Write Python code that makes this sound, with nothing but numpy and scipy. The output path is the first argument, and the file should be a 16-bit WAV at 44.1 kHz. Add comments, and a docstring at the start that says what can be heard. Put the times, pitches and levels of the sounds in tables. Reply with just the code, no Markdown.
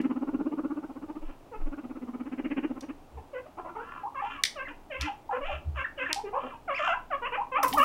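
"""A train of low throaty pulses: a guinea pig rumbles on a quilted mat in a small bare room.
Then the animals break into quick chuts, grunts, thin whimpers, squeaks and hoarse rasps.
Vibrating folds voice the calls through the throat; in the rasps, air rattles past them.
Claws and teeth click on the furniture, paws thud softly on the mat, and one animal scrambles close by."""
import sys
import numpy as np
from scipy import signal
from scipy.fft import rfft, irfft
from scipy.io import wavfile
from scipy.ndimage import map_coordinates

SR = 44100
rng = np.random.default_rng(int(sys.argv[2]) if len(sys.argv) > 2 else 0)


def int16_out(signal):
    """Quantize to a 16-bit WAV file."""
    q = np.round(np.clip(np.atleast_2d(signal).T, -1, 1) * 32767)
    wavfile.write(sys.argv[1], SR, q.astype(np.int16))


N = 345744
TIME = np.arange(N) / SR


def from_db(db):
    """Decibels to gain."""
    return 10 ** (np.asarray(db) / 20)


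def rms_one(x):
    """Scale to rms 1."""
    return x / np.sqrt(np.mean(x ** 2) + 1e-20)


def add(out, start_s, sound):
    """Mix a sound in, trimmed to the scene."""
    at = int(round(start_s * SR))
    sound = sound[max(-at, 0):max(N - at, 0)]
    out[max(at, 0):max(at, 0) + len(sound)] += sound


def band(x, low_hz, high_hz, order=2):
    """Butterworth band-pass."""
    sos = signal.butter(order, [low_hz, min(high_hz, .45 * SR)], "band", fs=SR, output="sos")
    return signal.sosfilt(sos, x)


def wobble(size, rate_hz):
    """Smooth random curve, spread about 1."""
    at = np.arange(size) * rate_hz / SR
    return map_coordinates(rng.standard_normal(int(at[-1]) + 4), [at + 1], order=3, mode="mirror")


def bell(t, sigma_s):
    """Gaussian swell, height 1."""
    return np.exp(-.5 * (t / sigma_s) ** 2)


def resonate(x, modes):
    """Parallel resonances (f/Hz, width/Hz, gain/dB), alternating in sign."""
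    out = 0
    for k, (hz, width_hz, db) in enumerate(modes):
        r = np.exp(-np.pi * width_hz / SR)
        b = np.array([1, 0, -1]) * (1 - r * r) / 2
        a = [1, -2 * r * np.cos(2 * np.pi * hz / SR), r * r]
        out = out + (-1) ** k * from_db(db) * signal.lfilter(b, a, x)
    return out


def swing(peak_s, hz, db, sigma_s):
    """Something soft answers a push with a few cycles."""
    out, t = np.zeros(N), np.arange(-4 * sigma_s, 4 * sigma_s, 1 / SR)
    phase = 2 * np.pi * np.cumsum(hz * (1 + .06 * wobble(len(t), 35))) / SR
    add(out, peak_s + t[0], from_db(db) * bell(t, sigma_s) * np.sin(phase))
    return out


def glide(start_s, end_s, hz, slide_hz, scoop, attack_s, jitter, release_s=.0096, overhang_s=.004):
    """Onset, pitch and envelope of a call; scoop lifts both ends by a share of hz (negative: an arch)."""
    length_s = max(end_s - start_s, .01)
    t = np.arange(-overhang_s, length_s + overhang_s, 1 / SR)
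    along = 2 * np.clip(t / length_s, 0, 1) - 1
    pitch = hz * (1 + scoop * along ** 2) + slide_hz * along / 2
    pitch *= 1 + jitter * wobble(len(t), 200)
    opening = np.clip((t - t[0]) / attack_s, 0, 1) * np.clip((t[-1] - t) / release_s, 0, 1)
    return start_s + t[0], pitch, np.sin(np.pi / 2 * opening) ** 2


# throat resonances: f/Hz, width/Hz, gain/dB
THROAT_MODES = [(450, 160, 18.5), (865, 83, 14.5), (1190, 290, 12.5), (1670, 400, -16.5), (1980, 1200, 3.5),
                (2740, 1200, 2.5)]


def throat_gain(hz, cutoff_hz=2900):
    """The throat passes its resonances and closes steeply at the top."""
    power = sum(from_db(db) ** 2 / (1 + (2 * (hz - centre_hz) / width_hz) ** 2)
                for centre_hz, width_hz, db in THROAT_MODES)
    return np.sqrt(power / (1 + (hz / cutoff_hz) ** 28))


def voice(pitch, rough, split_hz=1400, flutter_hz=260, top_hz=4200):
    """Vibrating folds: fundamental, lower and upper overtones, each rms 1; rough shakes each overtone."""
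    phase = 2 * np.pi * np.cumsum(pitch) / SR
    centre_hz, size = np.median(pitch), len(pitch)
    lower, upper = np.zeros(size), np.zeros(size)
    for k in range(2, max(int(top_hz / centre_hz), 3) + 1):
        shake = (wobble(size, flutter_hz) + 1j * wobble(size, flutter_hz)) / np.sqrt(2)
        # mouth and head move: each overtone swells on its own
        gain = throat_gain(k * pitch) * from_db(3 * wobble(size, 45))
        partial = gain * np.real((np.sqrt(1 - rough ** 2) + rough * shake) * np.exp(1j * k * phase))
        if k == 2 or k * centre_hz < split_hz:
            lower += partial
        else:
            upper += partial
    return np.sqrt(2) * np.sin(phase), rms_one(lower), rms_one(upper)


# rumble bouts: start/s, end/s, first pulse gap/s, gap growth per pulse/s
RUMBLE_BOUTS = [(0.0, 1.33, .0574, .00046), (1.562, 2.94, .0577, 0.00032)]


def pulse_times():
    """Each bout slows as it goes on."""
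    for at_s, end_s, gap_s, growth_s in RUMBLE_BOUTS:
        while at_s < end_s:
            yield at_s
            at_s += gap_s
            gap_s += growth_s


# course of the rumble: t/s, pitch/Hz, effort/dB, upper overtones/dB
RUMBLE_COURSE = [(0, 279.6, -21, -40), (.18, 269, -25.5, -60.5), (.38, 288, -23, -58.5),
                 (.74, 289.4, -26, -60), (.92, 279.4, -36, -68), (1.099, 305.2, -33, -60),
                 (1.37, 288, -43.5, -63), (1.57, 286, -49, -65), (1.689, 290.7, -33.5, -59.5),
                 (1.98, 262.8, -34, -62), (2.22, 267, -32, -56), (2.42, 269, -28.5, -45.5),
                 (2.631, 288, -22, -39), (2.73, 268.6, -32.5, -63.5), (2.92, 282, -31.5, -50)]


def rumble(lead_db=-9, rise=.0604, shimmer=.23, overtones_db=-26, overtones_follow=.61):
    """Each pulse of the folds starts softly, swells as its pitch lifts, and is cut off."""
    out, t = np.zeros(N), np.arange(-.04, .04, 1 / SR)
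    gate = np.clip((t + .026) / .005, 0, 1) * np.clip((.019 - t) / .008, 0, 1)
    soft_start, open_throat = bell(t + .016, .0052), bell(t + .0034, .0098)
    lift = rise * np.tanh(t / .0042)
    times_s, *controls = np.transpose(RUMBLE_COURSE)
    for at_s in pulse_times():
        hz, effort_db, high_db = (np.interp(at_s, times_s, control) for control in controls)
        pitch = hz * (1 + rng.normal(0, .0252) + lift + .032 * wobble(len(t), 216.6))
        low, mid, high = voice(pitch, rough=.59, split_hz=1500)
        swell = bell(t, .0065) + from_db(lead_db + rng.normal(0, 1.3)) * soft_start
        strength = from_db(effort_db + rng.normal(0, 1))
        throb = strength * swell * low * (1 + shimmer * wobble(len(t), 374.6))
        mid_db = overtones_db + overtones_follow * effort_db
        buzz = open_throat * (from_db(mid_db) * mid + from_db(high_db) * high)
        add(out, at_s + t[0], gate * (throb + buzz))
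    # a small body radiates little below its fundamental
    return signal.sosfilt(signal.butter(4, 190, "high", fs=SR, output="sos"), out)


# room noise spectrum: f/Hz, relative density/dB
AIR_SPECTRUM = [(12, -46), (20, 22), (37, -19), (60, -2), (210, -9.5), (270, -1.5), (328, -5.5), (499, -10),
                (825, -7.5), (1220, -17), (1760, -25.5), (2750, -26), (4060, -32), (14700, -40),
                (16000, -34)]


def still_air(level_db=-50.13):
    """Steady faint noise of the room."""
    hz, db = np.transpose(AIR_SPECTRUM)
    bins_hz = np.fft.rfftfreq(N, 1 / SR)
    shape = from_db(np.interp(np.log(bins_hz + 1), np.log(hz), db))
    return from_db(level_db) * rms_one(irfft(rfft(rng.standard_normal(N)) * shape, N))


# hoarse calls: start/s, end/s, lower throat band/dB, upper throat band/dB
RASP_CALLS = [(1.222, 1.359, -63, -65.5), (3.77, 4.073, -47, -64), (4.189, 4.406, -47.5, -49),
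              (4.678, 4.709, -49.5, -49), (4.974, 5.105, -44.5, -42), (5.292, 5.39, -38.5, -62.5),
              (5.424, 5.597, -50.5, -43.5), (5.743, 5.841, -43, -50), (5.958, 6.135, -46, -50.5),
              (6.351, 6.579, -55.5, -54.5), (6.708, 6.959, -40.5, -40.5)]


def rasps(rattle_db=4, hiss_db=17, fold_hz=300, arch=.16, jitter=.012, voiced_db=4):
    """Air rattles through half-closed folds and rings the throat; hard calls hiss past the teeth."""
    out = np.zeros(N)
    for start_s, end_s, lower_db, upper_db in RASP_CALLS:
        size = int((end_s - start_s) * SR)
        pitch = fold_hz * (1 + arch * np.sin(np.linspace(0, np.pi, size)) + jitter * wobble(size, 150))
        cycle_count = np.floor(np.cumsum(pitch) / SR)
        beats = rms_one(np.diff(cycle_count, prepend=0))
        air = rng.standard_normal(size) + from_db(voiced_db) * beats
        air *= from_db(rattle_db * wobble(size, 240))
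        throaty = band(air, 764, 3045, order=8)
        lower = from_db(lower_db) * rms_one(resonate(throaty, [(1136, 200, 3), (1737, 310, -8)]))
        upper = from_db(upper_db) * rms_one(resonate(throaty, [(2304, 150, 2.5), (3000, 1900, 3.5)]))
        hiss = from_db(hiss_db + lower_db + upper_db) * rms_one(band(air, 4900, 7600, order=4))
        add(out, start_s, signal.windows.tukey(size, .6) * (lower + upper + hiss))
    return out


# deep sways: t/s, peak/dB
SWAY_PEAKS = [(1.25, -22), (1.634, -14.5), (5.46, -25)]


def sways(hz=15.94, sigma_s=.033):
    """Very deep swings, more felt than heard."""
    return sum(swing(at_s, hz, db, sigma_s) for at_s, db in SWAY_PEAKS)


# chuts: start/s, end/s, pitch/Hz, slide/Hz, fundamental/dB, lower overtones/dB, upper overtones/dB
CHUT_CALLS = [(1.514, 1.568, 436, -102, -46, -46.5, -60), (3.331, 3.394, 495.6, -26, -39.5, -50.5, -50),
              (3.456, 3.474, 601, 150, -45.5, -60, -69), (4.145, 4.22, 535, 56, -54, -36, -47.5),
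              (4.333, 4.419, 572, -170, -73, -47.5, -56.5), (4.556, 4.634, 530.6, -86, -44.5, -44, -43.5),
              (4.672, 4.725, 508, -200, -59, -51.5, -54.5), (4.9, 4.978, 520.5, -81, -42, -51.5, -41.5),
              (4.994, 5.056, 684, -350, -60.5, -55.5, -43.5), (5.328, 5.378, 484.6, 33.5, -34, -40, -45),
              (5.408, 5.466, 566, 125, -40, -44, -47), (5.493, 5.552, 571, -6, -38.5, -46.5, -53),
              (5.765, 5.828, 533.6, -63.5, -46.5, -39.5, -39), (5.975, 6.043, 506, -21.5, -41.5, -47, -37),
              (6.09, 6.123, 316, -44.5, -44.5, -42.5, -37), (6.237, 6.296, 397, -21.5, -36, -49.5, -55.5),
              (6.677, 6.733, 574.6, -220, -35.5, -33.5, -42), (6.791, 6.853, 590, 53, -34.5, -33, -48.5),
              (6.875, 6.948, 665, 69, -33, -31, -40), (7.103, 7.158, 569.5, -200, -37, -32.5, -43),
              (7.218, 7.281, 494, 150.5, -43.5, -35.5, -38.5), (7.318, 7.366, 501, 199, -41, -36.5, -36.5),
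              (7.517, 7.591, 536.6, 187, -40.5, -29.5, -37.5), (7.626, 7.654, 533, -187, -33, -22.5, -36.5),
              (7.77, 7.839, 556, 15, -33.5, -19.5, -32)]


def chuts(scoop=.19, scoop_ref_hz=536.8, push_skew=1.5, fade_db=7, breath_db=-19):
    """Short voiced calls, dipping in pitch; the fundamental leads, overtones swell with the late push."""
    out = np.zeros(N)
    for start_s, end_s, hz, slide_hz, low_db, mid_db, high_db in CHUT_CALLS:
        bend = scoop * (hz / scoop_ref_hz) ** 2
        onset_s, pitch, envelope = glide(start_s, end_s, hz, slide_hz, bend, attack_s=.014, jitter=.015)
        low, mid, high = voice(pitch, rough=.38)
        along = np.linspace(0, 1, len(pitch))
        push = np.sin(np.pi * along ** push_skew)
        # air leaks through the folds once a cycle
        leak = rng.standard_normal(len(pitch)) * (1 + low / 2)
        breath = from_db(breath_db) * rms_one(band(leak, 900, 2900, order=7))
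        fundamental = from_db(low_db - fade_db * (along - .5)) * low
        lower = from_db(mid_db) * rms_one(1 + push) * mid
        upper = from_db(high_db) * rms_one(.35 + push) * (high + breath)
        add(out, onset_s, envelope * (fundamental + lower + upper))
    return out


# furniture resonances: f/Hz, width/Hz, gain/dB
FURNITURE_MODES = [(1833, 190, 6.5), (2340, 370, 5.5), (3050, 240, 4), (3570, 300, 5.5), (4230, 630, -1),
                   (5200, 170, 3), (5630, 320, -0.5), (7200, 7900, -3), (12300, 5100, -18)]


def contact(t60_s, centre_hz, band_ratio=1.524, crack_db=-8, snap=7.4):
    """One snap and a burst of tiny slips ring the furniture; peak 1."""
    t = np.arange(0, .15, 1 / SR)
    slips = np.tanh(rng.standard_normal(len(t))) * from_db(-60 * t / t60_s)
    slips[0] = snap * np.exp(-t60_s / .0044)   # the briefest contacts are nearly all snap
    ringing = resonate(slips, FURNITURE_MODES) + from_db(crack_db) * slips
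    sound = band(ringing, centre_hz / band_ratio, centre_hz * band_ratio)
    return sound / np.abs(sound).max()


# clicks: t/s, peak/dB, T60/s, band centre/Hz, knock re click/dB
CLICK_HITS = [(2.808, -39, 0.03, 5700, -20), (4.436, -9.5, .016, 5830, -2), (4.451, -17.5, .06, 4700, -6.5),
              (5.0099, -22, 0.02, 5270, -9), (5.019, -28, 0.016, 5450, -11),
              (6.1297, -10.5, 0.0011, 5780, -17), (7.63, -23, .007, 8050, -1),
              (7.727, -24.5, 0.063, 3340, -8)]


def clicks(knock_lag_s=.002, knock_t60_s=.012, knock_hz=2150):
    """Claws and teeth hit the furniture: a bright click, then at once a duller knock."""
    out = np.zeros(N)
    for at_s, db, t60_s, hz, knock_db in CLICK_HITS:
        add(out, at_s, from_db(db) * contact(t60_s, hz))
        add(out, at_s + knock_lag_s, from_db(db + knock_db) * contact(knock_t60_s, knock_hz))
    return out


# grunts: start/s, end/s, pitch/Hz, slide/Hz, lower overtones/dB
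GRUNT_CALLS = [(3.167, 3.19, 457, -100, -40.5), (3.569, 3.604, 350, 126, -39),
               (3.642, 3.709, 330, 21.5, -41.5), (3.747, 3.822, 435, 59, -38.5),
               (6.328, 6.39, 519.5, 160.5, -31), (6.424, 6.482, 259.5, -3.5, -40)]


def grunts(scoop=.035, fundamental_db=-6, upper_db=-20):
    """Slack folds, mouth nearly shut: low, rough, dull calls."""
    out = np.zeros(N)
    for start_s, end_s, hz, slide_hz, db in GRUNT_CALLS:
        onset_s, pitch, envelope = glide(start_s, end_s, hz, slide_hz, scoop, attack_s=.024, jitter=.031)
        low, mid, high = voice(pitch, rough=.88)
        grunt = from_db(fundamental_db) * low + mid + from_db(upper_db) * high
        add(out, onset_s, from_db(db) * envelope * grunt)
    return out


# paw landings: t/s, peak/dB, sigma/s
PAW_LANDINGS = [(3.178, -39, .025), (5.024, -29, 0.018), (5.558, -35.5, 0.028), (5.686, -25, 0.0164),
                (5.761, -32, 0.033), (7.766, -46.5, 0.025)]


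def paw_thuds(mat_hz=71.6, overtone_hz=133.3, overtone_db=-15.5):
    """The padded mat answers each paw with a low swing and one overtone."""
    return sum(swing(at_s, mat_hz, db, sigma_s) + swing(at_s, overtone_hz, db + overtone_db, sigma_s)
               for at_s, db, sigma_s in PAW_LANDINGS)


def whistles(calls, scoop, scoop_ref_hz, overtone_db=-20, shrill_hz=2500, tremble_db=2, breath_db=-19):
    """Thin tones in fluttering air; higher calls bend more, and the shrillest gain an overtone."""
    out = np.zeros(N)
    for start_s, end_s, hz, slide_hz, db in calls:
        bend = scoop * hz / scoop_ref_hz
        onset_s, pitch, envelope = glide(start_s, end_s, hz, slide_hz, bend, attack_s=.008, jitter=.019)
        phase = 2 * np.pi * np.cumsum(pitch) / SR
        breath = from_db(breath_db) * wobble(len(pitch), 900) * np.cos(phase)
        overtone = from_db(overtone_db) * (pitch / shrill_hz) ** 6 * np.sin(2 * phase)
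        gain = from_db(db + tremble_db * wobble(len(pitch), 156))
        add(out, onset_s, envelope * gain * rms_one(np.sin(phase) + breath + overtone))
    return out


# whimpers: start/s, end/s, pitch/Hz, slide/Hz, level/dB
WHIMPER_CALLS = [(4.035, 4.078, 850, 266, -33.5), (4.221, 4.267, 810, 174, -32.5),
                 (5.072, 5.112, 801, -62, -34.5), (5.293, 5.332, 777, -73, -32.5),
                 (5.483, 5.51, 772, 28, -35.5), (6.161, 6.203, 791, 138, -33.5),
                 (6.33, 6.39, 835, 389, -35), (6.4, 6.441, 1115, 108, -47.5),
                 (6.509, 6.554, 987, -450, -45.5), (6.936, 6.983, 960, -100, -36.5),
                 (7.377, 7.423, 834, 260, -29.5), (7.581, 7.61, 797, -46, -29.5),
                 (7.736, 7.763, 851.6, 369, -27.5)]


def whimpers():
    """Nearly pure whistles with a scooped pitch."""
    return whistles(WHIMPER_CALLS, scoop=.147, scoop_ref_hz=850)


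# bumps: t/s, peak/dB
BODY_BUMPS = [(4.348, -47.5), (4.704, -43.5), (5.061, -34.5), (5.396, -45.5), (6.042, -43), (7.598, -45),
              (7.658, -39), (7.743, -34.5), (7.804, -33)]


def bumps(hz=288, sigma_s=.019):
    """Bodies push softly against the furniture."""
    return sum(swing(at_s, hz, db, sigma_s) for at_s, db in BODY_BUMPS)


# squeaks: start/s, end/s, pitch/Hz, slide/Hz, level/dB
SQUEAK_CALLS = [(4.651, 4.681, 2057, -600, -39.5), (5.841, 5.859, 1877, -200, -29.5),
                (6.056, 6.078, 1824, -50, -33.5), (6.738, 6.792, 2572, -100, -35),
                (6.851, 6.88, 1310, -480, -28.5)]


def squeaks():
    """Shrill whistles with an arched pitch."""
    return whistles(SQUEAK_CALLS, scoop=-.24, scoop_ref_hz=1890)


def scuffle(start_s=7.63, patter_db=-45, grains_per_s=600, paw_db=16, stroke_gap_s=.049, stroke_db=-28):
    """An animal scrambles close by: quick uneven claw strokes over scratches and soft paw bumps."""
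    grains = (rng.random(N) < grains_per_s / SR) * rng.standard_normal(N)
    grains += .086 * rng.standard_normal(N)
    scratches = band(grains, 1700, 20000, order=1)
    paws = from_db(paw_db) * band(grains, 100, 500)
    out = from_db(patter_db) * rms_one(scratches + paws) * np.clip((TIME - start_s) / .0033, 0, 1)
    for at_s in np.arange(start_s, N / SR, stroke_gap_s):
        lag_s = rng.uniform(0, .008)
        gain = from_db(stroke_db + rng.normal(0, 1.9))
        add(out, at_s + lag_s, gain * contact(t60_s=.077, centre_hz=11000))
    return out


# wall and floor echoes: delay/s, level/dB (wet_db / 2 is added)
ROOM_ECHOES = [(.0047, -38), (0.0107, -49), (0.016, -7.5), (0.024, -29)]


def room(x, wet_db, t60_s=.25, treble_t60_s=.23):
    """A few near echoes, then a diffuse tail that dies sooner in the treble."""
    t = np.arange(0, .5, 1 / SR)
    noise = rng.standard_normal(len(t))
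    body = band(noise, 150, 3100) * from_db(-60 * t / t60_s)
    treble = band(noise[::-1], 3600, 13000) * from_db(-60 * t / treble_t60_s)
    tail = (body + treble) * np.clip((t - .004) / .009, 0, 1)
    response = from_db(wet_db) * tail / np.sqrt(np.sum(tail ** 2))
    for delay_s, db in ROOM_ECHOES:
        response[int(delay_s * SR)] += from_db(db + wet_db / 2)
    return x + signal.fftconvolve(x, response)[:N]


def scene():
    """All animals in one room, mono."""
    rumbling = room(rumble(), wet_db=-14.5)
    thin_calls = whimpers() + squeaks()
    calls = room(chuts() + grunts() + rasps(), wet_db=-8) + room(thin_calls, wet_db=-9)
    movement = room(clicks() + scuffle(), wet_db=-11.5) + paw_thuds() + bumps() + sways()
    return (rumbling + calls + movement + still_air())[None]


def record(dry):
    """The sound fades in over its first 4 ms; microphone: 22 Hz high-pass, steep 15750 Hz low-pass."""
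    dry = dry * np.clip(TIME / .004, 0, 1)
    dry = signal.sosfilt(signal.butter(2, 22, "high", fs=SR, output="sos"), dry)
    return signal.sosfilt(signal.ellip(10, .1, 80, 15750, fs=SR, output="sos"), dry)


dry = scene()
out = record(dry)
int16_out(out)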